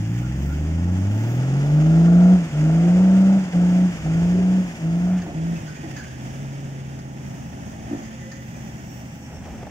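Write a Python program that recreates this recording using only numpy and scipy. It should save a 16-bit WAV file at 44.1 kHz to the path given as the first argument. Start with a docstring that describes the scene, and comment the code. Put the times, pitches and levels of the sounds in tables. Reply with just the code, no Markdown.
"""On a beach, a six-cylinder four-wheel-drive pulls away through soft sand, surges five times and drones off.
Its exhaust sums harmonics of the firing rate, a rasp that nearly repeats and pulsed gas noise; the turbo is a
frequency-modulated whistle, the flung sand grainy filtered noise. Other trucks idle over the wash of the shore.
A hand-held camera with two microphone ports swings round: delays between the ports give direction, and decaying
bursts give its bumps and scuffs. Narrow shimmers and a few clunks come and go."""
import sys
import numpy as np
from scipy import signal
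from scipy.fft import rfft, irfft, next_fast_len
from scipy.io import wavfile
from scipy.ndimage import uniform_filter1d

SR = 44100
rng = np.random.default_rng(int(sys.argv[2]) if len(sys.argv) > 2 else 0)


def transcribe(signal):
    """Save signal, clipped to [-1, 1], as a 16-bit WAV file at the path in sys.argv[1]."""
    frames = np.atleast_2d(signal).T
    limited = np.clip(frames, -1, 1)
    pcm = np.round(limited * 32767).astype(np.int16)
    wavfile.write(sys.argv[1], SR, pcm)


N = 427769
T = np.arange(N) / SR  # time in s

# pulling away on full throttle, lifted at the last point: time_s, firing_rate_hz
PULL_AWAY = [(0, 52.13), (.75, 82.44), (1.02, 95.36), (1.45, 130.4), (1.951, 163.4), (2.345, 184.9)]
# surges of throttle: pedal_down_s, pedal_up_s, first_firing_rate_hz, last_firing_rate_hz, throttle_db
SURGES = [(2.523, 3.372, 145.8, 194.3, -2.5), (3.529, 3.857, 175.5, 183.1, -2),
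          (4.035, 4.597, 156.4, 186.5, -1.5), (4.806, 5.166, 159.5, 183.7, -1.5),
          (5.341, 5.54, 156.9, 170.6, -3)]
# driving off on part throttle: time_s, firing_rate_hz, throttle_db
CRUISE = [(5.64, 155.6, -14), (5.949, 131.5, -12), (6.2, 128.4, -7), (6.419, 138.7, -1.5),
          (7.05, 134.1, -5), (7.35, 134, -7), (7.751, 124.1, -8.5), (8.7, 127.1, -5.5), (9.7, 119.2, -17)]

RASP_AT_HZ = 180  # firing rate at which the overtone, gas and rasp levels are stated
OVERTONE_FOLLOWS = 0.99  # share of the throttle's dB that overtones and rasp follow


def undb(db):
    """Decibels to amplitude ratio: 20 dB is a factor of ten."""
    return 10 ** (np.asarray(db) / 20)


def unit(x):
    """Normalise the energy: scale to rms 1."""
    return x / np.sqrt(np.mean(x ** 2))


def curves(table):
    """Linear interpolation: each column of a table as a line through time."""
    s, *columns = np.transpose(table)
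    return [np.interp(T, s, column) for column in columns]


def response(points, hz):
    """Frequency response: gain of a (Hz, dB) spectrum, interpolated over log frequency."""
    f, db = np.transpose(points)
    return undb(np.interp(np.log(hz + 1e-3), np.log(f), db))


def colour(x, points):
    """Linear filtering: multiply the spectrum of x by a (Hz, dB) response."""
    size = next_fast_len(N, True)
    hz = np.arange(size // 2 + 1) * SR / size
    return irfft(rfft(x, size) * response(points, hz), size)[..., :N]


def walk(rate):
    """Band-limited randomness: smooth chance with about this many turns a second; spread near 1."""
    steps = rng.standard_normal(size=16384)
    line = np.interp(T * rate, np.arange(len(steps)), steps)
    return 1.295 * uniform_filter1d(line, max(int(SR / rate / 2), 1))


def ports(x, lag_ms):
    """Arrival-time difference and diffraction: the far port also hears the sound bend round the camera, later."""
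    heard = []
    for side in (-1, 1):  # left, right
        early = T + side * lag_ms / 2e3
        shade_ms = np.maximum(-side * lag_ms, 0)  # above zero only at the far port
        detour = early - .68 * shade_ms / 1e3
        share = np.clip(shade_ms, 0, .45)
        heard.append((1 - share) * np.interp(early, T, x) + share * np.interp(detour, T, x))
    return np.array(heard)


def wide_noise(points, lag_ms, apart_hz, most):
    """Partial coherence: directional noise, a growing share of it unrelated at the ports above apart_hz."""
    size = next_fast_len(N, True)
    hz = np.arange(size // 2 + 1) * SR / size
    share = np.clip(most, 0, 1) * hz ** 2 / (hz ** 2 + apart_hz ** 2)
    noise = rfft(rng.standard_normal((3, size))) * response(points, hz)
    direct = irfft(noise[0] * np.sqrt(1 - share), size)[:N]
    diffuse = irfft(noise[1:] * np.sqrt(share), size)[:, :N]
    return unit(ports(direct, lag_ms) + diffuse)


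def burst(start, decay, rise):
    """Damped impact: a quick rise and an exponential fall."""
    age = np.maximum(T - start, 0)
    return (1 - np.exp(-age / rise)) * np.exp(-np.minimum(age / decay, 50))


def held(start, end, rise, fall):
    """First-order response: exponential attack, hold and release."""
    return (1 - np.exp(-np.maximum(T - start, 0) / rise)) * np.exp(-np.maximum(T - end, 0) / fall)


def swell(middle, half):
    """Gaussian envelope: a smooth rise and fall."""
    return np.exp(-((T - middle) / half) ** 2)


def revs():
    """Torque against load: firing rate climbs, then creeps in each surge, and sinks between them."""
    climb_hz_per_s, creep_hz_per_s = 80, 24  # fast at first, then against the drag of the sand
    points = list(PULL_AWAY)
    for down, up, first_hz, last_hz, _ in SURGES:
        s = np.arange(down, up, 1 / 100)
        climb_hz = first_hz + climb_hz_per_s * (s - down)
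        creep_hz = last_hz - creep_hz_per_s * (up - s)
        points += list(zip(s, np.minimum(climb_hz, creep_hz)))
    points += [(s, hz) for s, hz, _ in CRUISE]
    return curves(points)[0]


def throttle():
    """Envelope control: throttle in dB for one long pull, the surges, then a light foot."""
    pedal_rise_s, pedal_fall_s = 0.021, 0.047
    overrun_db = -22  # what is left with the pedal up

    def pedal(down, up):
        return held(down, up, pedal_rise_s, pedal_fall_s)

    pull = pedal(-1, PULL_AWAY[-1][0])
    surges = sum(undb(db) * pedal(down, up) for down, up, _, _, db in SURGES)
    cruise = undb(curves(CRUISE)[1]) * pedal(CRUISE[0][0], T[-1])
    return 20 * np.log10(pull + surges + cruise + undb(overrun_db))


def rasp(turn):
    """Near-periodicity: grit that almost repeats each round of six cylinders makes a comb of fine lines."""
    # gritty rasp under load: frequency_hz, density_db (dB per Hz)
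    rasp_spectrum = [(200, -29.5), (370, -5), (450, -8), (560, 1.5), (690, 1), (780, -2), (900, -6),
                     (1080, -18.5), (1400, -2.5), (1700, -16.5), (2300, -26), (4000, -38)]
    size, count = 512, 400  # points in a round, rounds
    likeness = .87  # of one round to the next
    fresh = rng.standard_normal((count, size))
    rounds = signal.lfilter([1], [1, -likeness], fresh, axis=0).ravel()
    grit = np.interp(turn / (12 * np.pi) * size, np.arange(len(rounds)), rounds)  # six firings a round
    return unit(colour(grit * (1 + 0.21 * np.cos(turn)), rasp_spectrum))


def exhaust(hz, throttle_db, tailpipe_db, lag_ms):
    """Harmonic series in a pipe: firings boom, uneven cylinders add overtones, and gas rushes in pulses."""
    # full-throttle answer to the revs: firing_rate_hz, boom_db, bark_db (at twice the rate), undertone_db
    by_revs = [(55, -45, -24.5, -55), (68.7, -26, -30, -47), (79, -23.5, -27.5, -42), (95, -21, -27, -44),
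               (116, -22.5, -40.5, -60), (143, -19.5, -39, -41), (153.7, -14.5, -29.5, -38.5),
               (158.4, -14, -28.5, -35), (186, -9.5, -38.5, -42), (202, -11.5, -44, -51.5)]
    # overtones; unequal cylinders fill in the thirds and sixths:
    # firing_rate_multiple, level_db (relative), extra_lugging_db
    orders = [(2/3, 3, -8), (7/6, -7, -3), (4/3, 4.5, 1), (3/2, 1, -3), (5/3, 5.5, -2), (11/6, -4, 0),
              (13/6, -3, -3), (7/3, 1, 8), (5/2, -3, 7), (8/3, 10, -1), (17/6, -4, 0), (3, 11, 2),
              (19/6, 1, -4), (10/3, 1.5, 2), (7/2, 4.5, 0), (11/3, 11.5, 1), (23/6, 1, -4), (4, 9, -1),
              (25/6, 2, -3), (13/3, 6, 0), (14/3, 5, -3), (5, 6, 8), (16/3, -2, 0), (17/3, -4, 10),
              (6, -3, 11), (20/3, -6, 8), (7, -6, 6)]
    # exhaust pipe response: frequency_hz, gain_db
    pipe = [(70, -3), (110, -9), (140, -2), (170, 3), (200, -1.5), (230, -7.5), (285, 1), (320, -4),
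            (360, -12.5), (420, -13.5), (480, -20), (560, -16), (610, -20), (675, -13), (745, -19.5),
            (820, -22), (1100, -24.5), (1400, -12), (2200, -32)]
    # rushing exhaust gas: frequency_hz, density_db (dB per Hz)
    gas_spectrum = [(25, -33.5), (45, -10), (70, -2), (150, 4.5), (280, 2), (420, -5.5), (680, -4.5),
                    (1050, -15.5), (1400, -14), (2200, -29.5), (3200, -27.5), (6000, -30.5), (15000, -57.5)]
    overtone_base_db, overtone_db_per_octave = -28.5, 13
    gas_base_db, gas_db_per_octave, gas_follows = -33.2, 8.5, .13  # follows: share of the throttle's dB
    rasp_base_db, rasp_db_per_octave = -35.7, 15
    lug_hz, lug_ends_hz = 91, 135  # full lugging below the first, none above the second
    chug_depth, pipe_round_trip_s = .75, .0065

    rates, *levels = np.transpose(by_revs)
    boom_db, bark_db, undertone_db = (np.interp(hz, rates, db) + throttle_db for db in levels)
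    octaves = np.log2(hz / RASP_AT_HZ)
    # below lug_hz the lugging engine chugs no more softly
    growth_db = overtone_db_per_octave * np.log2(np.maximum(hz, lug_hz) / RASP_AT_HZ)
    overtone_db = overtone_base_db + growth_db + OVERTONE_FOLLOWS * throttle_db + tailpipe_db
    gas_db = gas_base_db + gas_db_per_octave * octaves + gas_follows * throttle_db + tailpipe_db
    rasp_db = rasp_base_db + rasp_db_per_octave * octaves + OVERTONE_FOLLOWS * throttle_db

    turn = 2 * np.pi * np.cumsum(hz * (1 + .0015 * walk(30))) / SR  # firing phase, slightly unsteady
    # the bark lags by the pipe's round trip: sharp dips at low revs, sharp crests at high revs
    pipe_lag = 2 * np.pi * hz * pipe_round_trip_s
    boom = np.cos(turn) * undb(boom_db + 0.5 * walk(25))
    bark = np.cos(2 * turn - pipe_lag) * undb(bark_db + 0.89 * walk(12))
    # the undertone lies a fixed 104 Hz from the firing rate
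    undertone = np.cos(turn - 2 * np.pi * 104 * T) * undb(undertone_db)

    lugging = np.interp(hz, [lug_hz, lug_ends_hz], [1, 0])
    overtones = 0
    for order, db, lug_db in orders:
        # whole multiples line up into one pulse a firing; the others fall anywhere
        offset = rng.uniform(0, 2 * np.pi) if order % 1 else (1 - order) * pipe_lag
        flutter = undb(db + lug_db * lugging + 2.5 * walk(9))
        phase = order * turn + offset + .045 * order * walk(12)
        overtones = overtones + flutter * response(pipe, order * hz) * np.cos(phase)

    tone = np.sqrt(2) * (boom + bark + undertone) + .5 * overtones * undb(overtone_db)
    tone = tone + rasp(turn) * undb(rasp_db)
    # the gas pulses with each firing and each turn of the crank, in separate chugs while the engine lugs
    puffs = unit(1 + (.11 - chug_depth * lugging) * np.cos(turn) + 0.15 * np.cos(turn / 3))
    rush = wide_noise(gas_spectrum, lag_ms, apart_hz=900, most=.4)
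    return ports(tone, lag_ms) + rush * puffs * undb(gas_db + .5 * walk(13))


def sand(lag_ms):
    """Granular noise: spinning tyres fling a grainy hiss of sand, with a faint hiss at the top of the range."""
    # level of the sandy hiss: time_s, level_db
    spray = [(0, -45), (1, -45.5), (1.3, -42), (3.1, -41), (4.4, -41.5), (5.3, -46.5), (5.9, -44.5),
             (7.2, -51), (8.1, -47.5), (9.7, -51.5)]
    # colour of the sandy hiss: frequency_hz, density_db (dB per Hz)
    sand_spectrum = [(600, -0.5), (1200, 0), (1800, 6), (2250, 3.5), (2800, 3), (3500, -2.5), (3950, -17),
                     (4900, -4.5), (5700, -4.5), (5970, -7), (6700, -1), (7400, -10.5), (7900, -11),
                     (10500, -22), (14500, -25.5)]
    # level of a faint hiss at the top of the range: middle_s, half_length_s, level_db
    top_hiss_levels = [(0.423, 0.28, -64), (1.245, 0.18, -56), (8.85, 0.7, -63)]
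    top_hiss_floor_db = -84
    top_hiss_spectrum = [(8000, -33.5), (12000, -16.0), (14200, 1.0), (16000, -8.0)]  # Hz, dB per Hz
    spray_db, = curves(spray)
    grains = unit(undb(1.0 * walk(1500) + 1.05 * walk(70)))
    hiss = wide_noise(sand_spectrum, lag_ms, apart_hz=1800, most=.65)
    top_level = undb(top_hiss_floor_db) + sum(undb(db) * swell(s, half) for s, half, db in top_hiss_levels)
    top_hiss = wide_noise(top_hiss_spectrum, lag_ms, apart_hz=1300, most=.7)
    return hiss * grains * undb(spray_db) + top_hiss * top_level * undb(2.5 * walk(12))


def turbo():
    """Random frequency modulation: a thin breathy whistle climbs as the boost builds."""
    # turbo spooling up: time_s, whistle_hz, level_db
    spool = [(0, 13600, -74), (.17, 14800, -60), (.3, 16000, -75), (.45, 16120, -89), (1.42, 10200, -91),
             (1.6, 11640, -71), (1.7, 13500, -66), (1.79, 15200, -63), (1.84, 15370, -104)]
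    hz, db = curves(spool)
    breath_hz = 330 * np.array([walk(1400), walk(1400)])  # unrelated at the two ports
    return np.sqrt(2) * undb(db) * np.sin(2 * np.pi * np.cumsum(hz + breath_hz, axis=1) / SR)


def idlers(idle_db, lag_ms):
    """Amplitude modulation: idling trucks hum in wavering lines; the shore's wash carries a soft diesel clatter."""
    # hum of the idling trucks: frequency_hz, level_db (relative)
    hum_lines = [(75.3, -47), (166.9, -46.5), (193.2, -53), (220.7, -43.5), (248.3, -54), (276, -51),
                 (303.5, -55), (374, -56), (515, -59.5), (827, -58.5), (986, -71), (1083, -68)]
    # the shore: frequency_hz, density_db (dB per Hz)
    shore_spectrum = [(25, -32), (45, -7), (75, -3), (150, 3.5), (270, -2), (450, -24), (530, -13),
                      (600, -12.5), (800, -11.5), (1100, -24.5), (1800, -21), (3000, -29.5), (4200, -40.5),
                      (6000, -25), (10000, -45), (14500, -40.5)]
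    wander, idle_hz = .0025, 26.5  # relative pitch wander of the hum, clatter rate
    hum = 0
    for hz, db in hum_lines:
        level = undb(db + 1.8 * walk(3))
        wavering_hz = hz * (1 + wander * walk(3))
        hum = hum + level * np.sin(2 * np.pi * np.cumsum(wavering_hz) / SR)
    clatter = unit(1 + 0.071 * np.cos(2 * np.pi * idle_hz * T + walk(15.0)))
    wash = wide_noise(shore_spectrum, lag_ms, apart_hz=600, most=1.0)
    wash = wash * clatter * undb(-41.5 + 1.5 * walk(9.1))
    return (0.81 * ports(hum, lag_ms) + wash) * undb(idle_db)


def handling(lag_ms):
    """Modal resonance and turbulence: the hand bumps and rubs the shell, and air rumbles on the ports."""
    # air on the ports: frequency_hz, density_db (dB per Hz)
    rumble_spectrum = [(20, -28), (35, -21), (60, -3), (110, -6), (200, -17), (400, -27.5), (2000, -65.5)]
    # swings of the camera: start_s, end_s, air_rumble_db, grip_rustle_db (relative)
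    swings = [(3.902, 4.349, -34.5, -82), (4.998, 5.399, -46, -55), (7.494, 7.994, -46, -48),
              (9.275, 9.6, -41, -44)]
    # dull bumps of the hand: start_s, level_db (relative), decay_s, extra_hard_knock_db
    bumps = [(5.261, -28, 0.1, -3.5), (5.83, -26, 0.08, -6.5), (7.865, -30, 0.036, -5),
             (7.907, -16.5, 0.019, -20), (7.927, -20, 0.028, -11), (7.99, -26, 0.013, -10),
             (9.58, -39, 0.0061, -5), (9.628, -25, 0.0044, 4.5), (9.667, -26, 0.005, 6.5)]
    # what the bumps ring with: frequency_hz, width_hz, level_db (relative)
    bump_modes = [(102.2, 56, -8.5), (230.5, 30, -5.5), (289.6, 27, 0), (329.6, 27, -6)]
    # the shell when knocked or rubbed: frequency_hz, density_db (dB per Hz)
    shell_spectrum = [(200, -25), (380, -2.5), (450, -7), (700, -1), (830, -4.5), (1000, -16), (1700, -19),
                      (4000, -34), (8000, -47.5)]
    swing_rise_s, swing_fall_s = 0.051, 0.095

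    push = sum(undb(db) * burst(s, decay, rise=0.0037) for s, db, decay, _ in bumps)
    knock = sum(undb(db + hard_db) * burst(s, decay, rise=0.002) for s, db, decay, hard_db in bumps)
    ring = 0
    for hz, width, db in bump_modes:
        unsteady_hz = hz + width * walk(1.5 * width) / 2
        ring = ring + undb(db) * np.sin(2 * np.pi * np.cumsum(unsteady_hz) / SR)

    rumble, rustle = undb(-52), undb(-79.5)  # air and grip between the swings
    for start, end, rumble_db, rustle_db in swings:
        swing = held(start, end, swing_rise_s, swing_fall_s)
        rumble = rumble + undb(rumble_db) * swing
        rustle = rustle + undb(rustle_db) * swing
    slips = unit(undb(2.8 * walk(70)))
    shell = wide_noise(shell_spectrum, lag_ms, apart_hz=1500, most=0.89) * (0.48 * knock + slips * rustle)
    air = wide_noise(rumble_spectrum, lag_ms, apart_hz=30, most=0.28) * rumble
    return 0.52 * unit(ring) * push + shell + air


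def shimmer():
    """Narrow-band noise: bands swell and waver; the lowest sound as an unsteady whine, alike at both ports."""
    # ringing swells of whine and hiss: middle_s, half_length_s, centre_hz, width_hz, level_db, flicker_db
    shimmers = [(.25, .05, 1380, 200, -51, 1.5), (.39, .06, 525, 20, -48, 1),
                (.51, .035, 1400, 200, -47, 1.5), (1.25, .45, 860, 150, -49, 1.5),
                (2.87, .06, 350, 35, -32, 1), (4.39, .08, 378, 70, -33.5, .5),
                (5.27, .045, 370, 110, -41, 1), (5.75, .35, 1860, 200, -54, 2),
                (8.27, .18, 535, 45, -51, 1), (8.2, .45, 1820, 100, -56, 3), (8.3, .45, 1975, 60, -56.5, 3),
                (8.1, .8, 6230, 380, -61, 1.6), (8.3, .8, 6820, 380, -62, 1.6),
                (9.1, .7, 5630, 280, -59.5, 4), (9.2, .6, 7900, 1200, -65, 1.6)]
    size = next_fast_len(N, True)
    hz = np.arange(size // 2 + 1) * SR / size
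    mid, side = rfft(rng.standard_normal((2, size)))
    side = side * np.minimum(hz / 1500, 1)  # the ports agree more and more toward low frequencies
    noise = np.array([mid + side, mid - side])
    flicker = walk(28)  # shared by all bands
    total = 0
    for s, half, centre, width, db, flicker_db in shimmers:
        bell = np.exp(-(2 * (hz - centre) / width) ** 2)
        band = unit(irfft(noise * bell, size)[:, :N])
        total = total + band * swell(s, half) * undb(db + flicker_db * flicker)
    return total


def clunks(lag_ms):
    """Impact noise: short dull knocks from the truck as it takes up the load."""
    # blows: start_s, level_db
    blow_list = [(2.694, -26), (3.534, -32), (3.598, -35), (4.062, -32)]
    # colour of a blow: frequency_hz, density_db (dB per Hz)
    clunk_spectrum = [(80, -12), (300, -2), (450, 4), (680, 12), (1100, -19), (1500, -22), (3000, -34),
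                      (8000, -43)]
    blows = sum(undb(db) * burst(s, decay=0.012, rise=0.00036) for s, db in blow_list)
    return blows * ports(unit(colour(rng.standard_normal(N), clunk_spectrum)), lag_ms)


def scuffs(lag_ms):
    """Friction noise: ticks and scuffs as noise bursts, with short unsteady squeaks."""
    # ticks, scuffs and squeaks: start_s, scuff_db (relative), decay_s, squeak_hz, squeak_db
    scuff_list = [(5.218, -44.5, 0.008, 1795, -38), (5.557, -55, 0.017, 2580, -41),
                  (5.675, -53, 0.063, 1502, -44.5), (5.762, -54, .016, 2470, -46),
                  (5.955, -58, .025, 2540, -47.5), (5.963, -47, 0.048, 1680, -42),
                  (5.995, -70, 0.052, 1590, -40.5), (6.07, -61, 0.08, 1660, -50),
                  (6.989, -49.5, 0.0092, 1886, -55), (8.03, -54, 0.033, 2087, -52),
                  (8.315, -47.5, 0.025, 1820, -44), (8.55, -67, 0.019, 2454, -50)]
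    # colour of the rubbing: frequency_hz, density_db (dB per Hz)
    scuff_spectrum = [(700, 2), (1600, 7), (2550, -3), (3900, -9.5), (4900, 4.5), (5800, -6), (6600, 8.5),
                      (8500, -34), (11000, -20), (15000, -17)]
    rub, squeak = 0, 0
    waver = 2 * np.pi * np.cumsum(58 * walk(400)) / SR
    for s, db, decay, hz, squeak_db in scuff_list:
        shape = burst(s, decay, rise=0.0014)
        rub = rub + undb(db) * shape
        squeak = squeak + undb(squeak_db) * shape * np.sin(2 * np.pi * hz * T + waver)
    scrape = wide_noise(scuff_spectrum, lag_ms, apart_hz=994, most=1.0)
    return 2.4 * rub * scrape + np.sqrt(2) * squeak


def scene():
    """Inverse-distance law: the exhaust fades as the truck recedes; the other layers carry their own levels."""
    # the camera turns past the trucks: time_s, left_port_delay_ms
    bearing = [(0, -0.13), (1.7, -0.18), (2.6, -0.14), (4.3, -0.16), (5.05, -0.19), (5.4, 0.32),
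               (7.7, 0.32), (9.0, 0.27), (9.55, -.02)]
    near_m, speed_m_s, leaves_s = 11.3, 9.3, 2.45  # nearest distance, speed, when it starts to recede
    tailpipe_db = 2  # overtones and gas gain up to this as the tailpipe comes to point back at the camera
    lag_ms, = curves(bearing)
    away_m = speed_m_s * np.maximum(T - leaves_s, 0)
    distance_m = np.hypot(near_m, away_m)
    engine = exhaust(revs(), throttle(), tailpipe_db * away_m / distance_m, lag_ms)
    truck = engine * near_m / distance_m + sand(lag_ms) + turbo() + clunks(lag_ms)
    surroundings = idlers(2, lag_ms) + shimmer()  # idlers raised by 2 dB
    return truck + surroundings + handling(lag_ms) + scuffs(lag_ms)


def record(dry):
    """Transducer response: each port colours the sound its own way; a steep low-pass cuts the top."""
    # the two ports differ in colour: frequency_hz, left_minus_right_db
    port_difference = [(200, 0), (700, -.5), (1300, -1), (1900, -3), (2600, -1.5), (3300, 0), (4100, 3.5),
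                       (5300, 1), (6600, -4.5), (8100, -7), (15000, -4)]
    top_hz = 15700
    heard = []
    for x, side in zip(dry, (1, -1)):
        heard.append(colour(x, [(hz, side * db / 2) for hz, db in port_difference]))
    low_pass = signal.ellip(10, .2, 80, top_hz, fs=SR, output="sos")
    return signal.sosfilt(low_pass, np.array(heard))


dry = scene()
out = record(dry)
transcribe(out)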